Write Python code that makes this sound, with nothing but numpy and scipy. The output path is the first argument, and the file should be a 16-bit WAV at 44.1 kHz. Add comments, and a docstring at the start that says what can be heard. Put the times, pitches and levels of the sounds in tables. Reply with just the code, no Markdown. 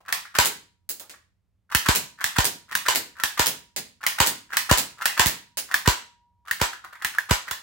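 """A spring airsoft pistol is racked and fired again and again in a small room, close to the microphone.
The plastic slide sticks and slips back, then clacks against its stop: noise bursts and damped knocks.
The piston slams forward with a falling bass swing and a puff of air; decaying sines ring on after it.
Pellets strike across the room a moment later as reverberant ticks, and a few skip off things.
Faint rumble and hiss of the room, made of coloured noise, lie beneath."""
import sys
import numpy as np
from scipy import signal
from scipy.fft import rfft, irfft
from scipy.io import wavfile

SR = 44100
rng = np.random.default_rng(int(sys.argv[2]) if len(sys.argv) > 2 else 0)


def inscribe(sig):
    """Save sig as 16-bit PCM at rate SR to the path in sys.argv[1].

    A 1-D sig is mono; a 2-D sig holds one channel per row.
    Samples are clipped to [-1, 1] before scaling.
    """
    pcm = np.round(np.clip(np.atleast_2d(sig).T, -1, 1) * 32767)
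    wavfile.write(sys.argv[1], SR, pcm.astype(np.int16))


N = 336264  # length in samples
T = np.arange(SR * 3 // 5) / SR  # time axis of one short sound, s
HZ = np.fft.rfftfreq(4096, 1 / SR)  # frequency axis of the colour filters, Hz

# Levels in the tables are relative: each function adds its own gain.
# The piston slams home after the slide has run forward: t/s, blow level/dB, thump level/dB,
# spring t60/s (set by the grip), travel time/s, slip level/dB
SLAMS = [(0.386, -5.5, -33.5, .8, 0.031, -8.5), (1.886, -8, -25.5, 0.97, 0.023, -7.5),
         (2.384, -10, -26, 1, 0.02, -10), (2.884, -9.5, -51.5, 1, 0.022, -11.5),
         (3.394, -8.5, -35.5, 1.1, .017, -13), (4.202, -6.5, -31, 1, 0.016, -9.5),
         (4.712, -7, -22.5, 1.2, 0.016, -5.5), (5.195, -6, -36, 1.2, 0.02, -9),
         (5.875, -8.5, -22, 1.8, 0.016, -10.5), (6.614, -11, -32, 0.33, 0.014, -18.5),
         (7.309, -10, -23.5, 0.73, 0.015, -14.5)]
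# The slide hits its stop; the one at 5.26 s is a thud just after a shot: t/s, knock level/dB, knock f/Hz,
# crack level/dB, thump level/dB, time since the slip before it/s, slip level/dB
STOPS = [(0.125, -22, 1830, -16.5, -53, 0.036, -15), (1.7484, -12, 1700, -11, -26.5, 0.026, -13.5),
         (2.2414, -18, 1805, -16, -46, 0.03, -13), (2.7518, -16, 1670, -17, -49, .032, -12.5),
         (3.2358, -16, 1645, -15.5, -45, 0.038, -14), (4.065, -14.5, 2050, -15, -50, 0.028, -13),
         (4.5691, -14, 1770, -13.5, -53, .036, -10), (5.0557, -13.5, 1770, -13.5, -50.5, 0.037, -10.5),
         (5.2589, -42, 1650, -18.5, -25.5, 0.037, -27), (5.7414, -10, 1707, -17, -52, .029, -13),
         (6.5109, -13.5, 1760, -22, -52, .028, -19.5), (7.0469, -15.5, 1830, -20, -48, 0.024, -16),
         (7.184, -12, 1680, -28.5, -74, .035, -19.5), (7.5108, -22, 1500, -22, -46, 0.031, -16)]
# Spectrum of hard plastic contact: f/Hz, level per Hz/dB
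CRACK_SPECTRUM = [(88, -61), (150, -20), (466, -23), (1060, -5), (1530, -9), (1790, -0.5), (2270, -7.5),
                  (2550, -5.5), (2920, -7.5), (4410, -10), (9820, -13), (15100, -14), (16000, -5)]


def shots(count=3, rattle_db=-7):
    """Impact and rebound: the piston slams home, excites the modes and spring, and pushes out a puff of air."""
    # spectrum of the slam: f/Hz, level per Hz/dB
    slam_spectrum = [(88, -48.5), (150, -24), (240, -22.5), (675, -11.5), (960, 0), (1190, -7.5),
                     (1560, -5.5), (2600, -11), (2920, -8), (3420, -12), (4860, -13.5), (5570, -16),
                     (7920, -14.5), (8730, -22.5), (16000, -23)]
    treble_lift_db = 3.5  # reached two octaves above 2 kHz
    puff_db, puff_share = 15.5, 0.59  # the hollow puff grows by this share of the thump's dB
    lift = np.clip(np.log2((HZ + 1) / 2000) / 2, 0, 1)
    blow_db = read(slam_spectrum, HZ) + treble_lift_db * lift
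    out = np.zeros((2, N))
    for s, db, thump_db, spring_t60, *_ in SLAMS:
        blow = burst(blow_db, length=0.0046, alike=0.49)
        for k, when in enumerate(rng.random(count)):  # rebounds
            rattle = amp(rattle_db - 2 * k) * burst(blow_db, length=0.0022, alike=0.14)
            add(blow, .007 + .007 * (k + when), rattle)
        blow = amp(db + 18.5) * blow
        add(out, s, room(blow, wet_db=-0.5, near_db=-6.5, walls_db=-6.0, near_decay=0.027))
        first_touch = amp(db + 6.5) * burst(blow_db, length=0.0047, alike=0.15)
        add(out, s - .002, first_touch)  # a first light contact leads into the slam
        puff_gain = amp(puff_db + puff_share * thump_db)
        puff = puff_gain * burst(hump(470, steep_db=6.5), length=0.0012, alike=0.78)
        add(out, s + .001, room(puff, wet_db=-18.5, near_db=-0.5, walls_db=-9.5, alike=1.0))
        add(out, s + 0.0017, amp(thump_db + 35.5) * thump())
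        add(out, s + 0.001, amp(db - 1.0) * ring())
        add(out, s, spring(spring_t60))
    return out


def spring(t60):
    """Beating of two close modes: the coil rings on and a weak twin mode beats slowly against it."""
    main_hz, twin_hz = 958, 963.5
    level_db, twin_db = -52, -13  # the twin is relative to the main mode
    t = np.arange(2 * SR) / SR
    main = np.sin(2 * np.pi * main_hz * t)
    twin = amp(twin_db) * np.sin(2 * np.pi * (twin_hz * t + rng.random()))
    return amp(level_db) * 1000 ** (-t / t60) * (main + twin)


def ring(detune=0.00073, scatter_db=2):
    """Modal ringing: damped modes of gun and room differ a little in pitch and level from blow to blow."""
    # modes of gun and room, before scatter; the lowest few are the room's, the others the gun's:
    # f/Hz, level/dB, t60/s
    modes = [(395, -29, .2), (544, -28, .16), (613, -26, .18), (836, -26, .14), (972, -18, .12),
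             (993, -13, .18), (1102, -20, .15), (1545, -19, .16), (1818, -18, .2), (2412, -24, .19),
             (2912, -21, .17), (3550, -25, .19), (4218, -24, .18), (4772, -21, .14), (7338, -24, .17)]
    out = np.zeros((2, len(T)))
    draws = rng.standard_normal((len(modes), 4))
    for (hz, db, t60), (shift, size, phase, side) in zip(modes, draws):
        port_phase = side * np.array([[.1], [-.1]])
        turns = hz * (1 + detune * shift) * T + phase + port_phase
        out += amp(db + scatter_db * size) * 1000 ** (-T / t60) * np.sin(2 * np.pi * turns)
    return out


def thump(rise=0.0012, decay=.011, extra_hz=400, end_hz=30, fall=0.0014, port_lead=0.28):
    """Phase dispersion: an air pulse at the microphone, smeared by its high-pass into a falling bass swing."""
    hz = end_hz + extra_hz / (1 + T / fall)
    port_turns = np.array([[.5], [-.5]]) * port_lead  # the two ports are out of step
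    phase = 2 * np.pi * np.cumsum(hz) / SR + port_turns
    return -unit((1 - np.exp(-T / rise)) * np.exp(-T / decay) * np.sin(phase))


def clacks(latch_lead=0.0072):
    """Impact on a stop: a sear click, then a bright crack, a hollow knock and a thump; once mostly a thud."""
    out = np.zeros((2, N))
    for s, db, hz, crack_db, thump_db, *_ in STOPS:
        add(out, s - latch_lead, amp(db - 2.5) * knock(1350, rise=0.0021))
        crack = amp(crack_db + 25.0) * burst(read(CRACK_SPECTRUM, HZ), length=.003, alike=0.57)
        add(out, s, room(crack, wet_db=1, near_db=-5.5, walls_db=-3.5))
        shell = amp(db + 19) * knock(hz, rise=0.0013)
        add(out, s + 0.00058, room(shell, wet_db=-12.5, near_db=-2.5, walls_db=-8.0))
        add(out, s, amp(db - 14.5) * ring())
        add(out, s + 0.0019, amp(thump_db + 29) * thump())
    return out


def slide():
    """Stick-slip friction: the slide slips before each stop and shot, or as the hand shifts."""
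    # the hand shifts on the gun between strokes: t/s, knock level/dB, nominal knock f/Hz
    fumbles = [(0.008, -40.5, 1030), (0.253, -25.5, 1935), (1.1397, -32.5, 1700), (6.7322, -19, 1560),
               (6.8453, -20.5, 1393), (6.93, -24.5, 1540), (6.9534, -27.5, 1810)]
    fumble_scrape_db, fumble_spread = -13.5, .008  # dB, s
    # each blow is preceded by a weak nudge, at a multiple of the travel time before it;
    # then by the main slip, one travel time before it
    pull_nudge, pull_nudge_db, pull_hz, pull_scrape_db = 1.8, -15, 1640, -11.5
    return_nudge, return_nudge_db, return_hz, return_scrape_db = 1.1, -7, 1620, -8.5
    nudge_scrape_db = -15
    stutter_share = .45  # of the travel time: how early the small slips begin
    moves = [(s, db, hz, fumble_scrape_db, fumble_spread) for s, db, hz in fumbles]
    for s, *_, travel, db in STOPS:
        spread = stutter_share * travel
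        moves.append((s - pull_nudge * travel, db + pull_nudge_db, pull_hz, nudge_scrape_db, spread))
        moves.append((s - travel, db, pull_hz, pull_scrape_db, spread))
    for s, *_, travel, db in SLAMS:
        spread = stutter_share * travel
        moves.append((s - return_nudge * travel, db + return_nudge_db, return_hz, nudge_scrape_db, spread))
        moves.append((s - travel, db, return_hz, return_scrape_db, spread))
    out = np.zeros((2, N))
    for s, db, hz, scrape_db, spread in moves:
        add(out, s - spread, slip(db, hz, scrape_db, spread))
    return out


def slip(db, hz, scrape_db, spread, count=5, stutter_db=-11):
    """Release of friction: a knock and a scrape amid smaller slips that begin spread seconds before."""
    out = np.zeros((2, len(T)))
    add(out, spread + .001, amp(5) * knock(hz * .95, rise=0.00064))
    scrape = amp(scrape_db + 11.5) * burst(scrape_colour(), length=0.0033, alike=0.45)
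    add(out, spread + 0.00081, scrape)
    add(out, .003, amp(scrape_db + 16.0) * grit(length=2 * spread))
    for k, (when, pitch, size) in enumerate(rng.random((count, 3))):
        small_hz = hz * 2 ** (.9 * (pitch - .7))
        small = amp(12.5 + stutter_db + 10 * (size - 1.0)) * knock(small_hz, rise=0.0011)
        add(out, .002 + 1.8 * spread * (k + when) / count, small)
    return amp(db) * room(out, wet_db=-1.0, near_db=-7.5, walls_db=-8.0)


def grit(length, count=14):
    """Granular friction: a few sharp grains of very unequal size swell and fade with the slip."""
    when, size, side = rng.random((count, 3)).T
    grains = np.zeros((2, len(T)))
    left_at = (when * length * SR).astype(int)
    right_at = left_at + (8 * side).astype(int)  # the right port lags by up to 7 samples
    signs = (-1.) ** np.arange(count)
    heights = np.sin(np.pi * when) * size ** 3 * signs
    grains[0, left_at] = heights
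    grains[1, right_at] = heights
    return unit(colour(grains, scrape_colour()))


def scrape_colour():
    """Friction spectrum: plastic rubbing on the rail is duller than a crack; dB over HZ."""
    dull_db = -2.5  # per octave above 2 kHz
    return read(CRACK_SPECTRUM, HZ) + dull_db * np.log2(np.maximum(HZ / 2000, 1))


def knock(hz, rise):
    """Heavily damped resonance: the hand-held plastic shell swells and dies within a few cycles."""
    swell = (T / rise) ** 2 * np.exp(-2 * T / rise)
    return unit(swell * np.sin(2 * np.pi * (hz * T + rng.random())))


def burst(db, length, alike, evenness=0.38):
    """Broadband impact: a short chatter of hard contacts of colour db, partly alike at the two ports."""
    window = np.exp(-(T / length) ** 4) * (1 - np.exp(-8 * T / length))
    chatter = port_noise(len(T), alike) * window
    for _ in range(2):
        spectrum = rfft(chatter)
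        # hard contacts excite all pitches much alike
        even = spectrum / (abs(spectrum) + 1e-12) ** np.clip(evenness, 0, 1)
        chatter = irfft(even, len(T)) * np.exp(-(T / length / 1.6) ** 4)
    return unit(colour(chatter, db))


def pellets():
    """Time of flight: each loaded shot hits across the room and ricochets at once; strays skip later."""
    # flight time across the room/s, shot by shot; the magazine is empty for the last three shots
    flight_times = [.063, .065, .061, .066, .066, .0615, .0635, .065]
    # spent pellets skip off things across the room: t/s, tick level/dB, top treble level/dB,
    # direct level against the tick/dB, body level/dB, body f/Hz
    strays = [(0.8915, -19, 8, 6.5, -49.5, 360), (0.9976, -33, 5, 10, -48, 715),
              (1.096, -37.5, -2, 7, -61, 450), (3.763, -21, 0.5, 6.5, -43, 301),
              (5.5719, -17.5, 2.5, 1, -50.5, 305)]
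    ricochet_delay, skip_delay, skip_db = .0085, .0042, -1.5  # s, s, dB
    out = np.zeros((2, N))
    for (s, *_), flight in zip(SLAMS, flight_times):
        hit = strike(-14, treble_db=0.5, direct_db=4, body_db=-41.5, body_hz=290)
        add(out, s + flight, hit)
        ricochet = strike(-14, treble_db=5, direct_db=11.5, body_db=-37, body_hz=245)
        add(out, s + flight + ricochet_delay, ricochet)
    for s, *touch in strays:  # each touches twice
        add(out, s, strike(*touch))
        add(out, s + skip_delay, amp(skip_db) * strike(*touch))
    return out


def strike(db, treble_db, direct_db, body_db, body_hz):
    """Reverberant impact: a far, sharp tick mostly by way of the room, and a dull boom of what was hit."""
    # spectrum of the tick: f/Hz, level per Hz/dB
    tick_spectrum = [(71, -22), (120, -8.5), (348, -5), (546, -1.5), (856, -4.5), (1160, -7.5), (2070, -1),
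                     (3170, -2), (4880, 0), (5750, -4), (6770, -0.5), (14700, -8), (16000, -1)]
    tilt_db = treble_db * np.clip((HZ - 7000) / 7000, -1, 1)
    tick = amp(db + 9.5) * burst(read(tick_spectrum, HZ) + tilt_db, length=.0012, alike=0.042)
    boom = amp(body_db + 13.5) * burst(hump(body_hz, steep_db=4.5), length=.004, alike=0.89)
    direct = amp(direct_db) * tick
    far_tick = room(tick, wet_db=10.5, near_db=11.5, walls_db=-7.0, near_decay=0.023, alike=0.019)
    far_boom = room(boom, wet_db=12.5, near_db=-21.0, walls_db=-1.5, alike=1.0)
    return direct + far_tick + far_boom


def hump(hz, steep_db):
    """Broad resonance: dB over HZ, falling by steep_db one octave from its centre."""
    return -steep_db * np.log2((HZ + 1) / hz) ** 2


def room(x, wet_db, near_db, walls_db, near_decay=0.0048, alike=0.19):
    """Room impulse response: direct sound, wall echoes, quick near scatter and a tail dying band by band."""
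    # reverberation: f/Hz, t60/s
    room_t60 = [(100, 0.55), (300, 0.35), (700, 0.3), (1800, 0.35), (4000, 0.36), (8000, 0.31),
                (15000, 0.24)]
    # first reflections off the walls: nominal delay/s, relative level/dB
    walls = [(.0067, -20), (0.0142, -27.5), (0.0219, -11)]
    noise = port_noise(len(T), alike)
    hz, t, bands = signal.stft(noise, SR, nperseg=256)
    decay = amp(-60 * t / read(room_t60, hz)[:, None])
    tail = signal.istft(bands * decay, SR, nperseg=256)[1][:, :len(T)]
    response = amp(wet_db) * unit(tail * (1 - np.exp(-T / 0.0022)))
    response += amp(near_db) * unit(noise[:, ::-1] * T * np.exp(-2 * T / near_decay))
    response[:, 0] += 1  # direct sound
    for delay, db in walls:
        port_delays = delay + rng.uniform(-0.0005, 0.00033, 2)
        at = np.round(port_delays * SR).astype(int)
        response[[0, 1], at] += amp(db + walls_db)
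    return signal.fftconvolve(x * np.ones((2, 1)), response, axes=1)[:, :len(T)]


def floor():
    """Stationary background noise: the faint steady rumble and hiss of the room."""
    # spectrum of the background: f/Hz, relative level per Hz/dB
    floor_spectrum = [(15, -68.5), (27, -44), (46, -7.5), (64, -3.5), (108, -4.5), (145, -26), (185, -8),
                      (206, -21), (363, -30.5), (16000, -53.5)]
    level_db = -70.5  # RMS in each channel of the dry mix
    noise = rng.standard_normal((3, N))
    ports = noise[0] + 0.71 * noise[1:]
    return amp(level_db) * np.sqrt(N) * unit(colour(ports, read(floor_spectrum, HZ)))


def port_noise(length, alike):
    """Partial coherence: white noise at two ports that share the fraction alike of their energy."""
    noise = rng.standard_normal((3, length))
    alike = np.clip(alike, 0, 1)
    return np.sqrt(alike) * noise[0] + np.sqrt(1 - alike) * noise[1:]


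def colour(x, db):
    """Minimum-phase filtering: a causal filter with the gain db over HZ."""
    both_sides_db = np.r_[db, db[-2:0:-1]]
    log_gain = np.log(amp(np.maximum(both_sides_db, -100)))
    # the Hilbert transform of the log gain gives the phase
    response = np.exp(np.conj(signal.hilbert(log_gain)))[:len(HZ)]
    taps = irfft(response)
    return signal.fftconvolve(x, taps[None], axes=1)[:, :x.shape[1]]


def amp(db):
    """Logarithmic level: decibels to gain."""
    return 10 ** (np.asarray(db) / 20)


def unit(x):
    """Energy normalisation: scales each channel to energy 1."""
    return x / np.sqrt(np.sum(x ** 2, axis=-1, keepdims=True) + 1e-20)


def read(points, hz):
    """Interpolation: reads a table along a log-frequency axis."""
    f, value = np.transpose(points)
    return np.interp(np.log(hz + 1), np.log(f + 1), value)


def add(mix, s, sound):
    """Superposition: adds a sound to the mix at time s, in seconds."""
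    part = mix[:, max(round(s * SR), 0):][:, :sound.shape[-1]]
    part += sound[..., :part.shape[1]]


def scene():
    """Superposition of gun, pellets and room."""
    return slide() + clacks() + shots() + pellets() + floor()


def record(dry):
    """Microphone response: each port has its own colour; then clipping at full scale and a low-pass."""
    # port balance: f/Hz, left minus right level/dB
    port_balance = [(60, -3.5), (110, -2.5), (200, -0.5), (380, -2.5), (700, -1.5), (1290, 1.5), (2380, -1),
                    (4400, -1), (8120, -3.5), (15000, -4.5)]
    lean_db = read(port_balance, HZ) / 2
    left, right = colour(dry[:1], lean_db), colour(dry[1:], -lean_db)
    ports = np.clip(np.vstack([left, right]), -1, 1)
    edge = signal.firwin(255, 16000, window=("kaiser", 8), fs=SR)  # cutoff in Hz
    return signal.oaconvolve(ports, edge[None], "same", axes=1)


dry = scene()
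out = record(dry)
inscribe(out)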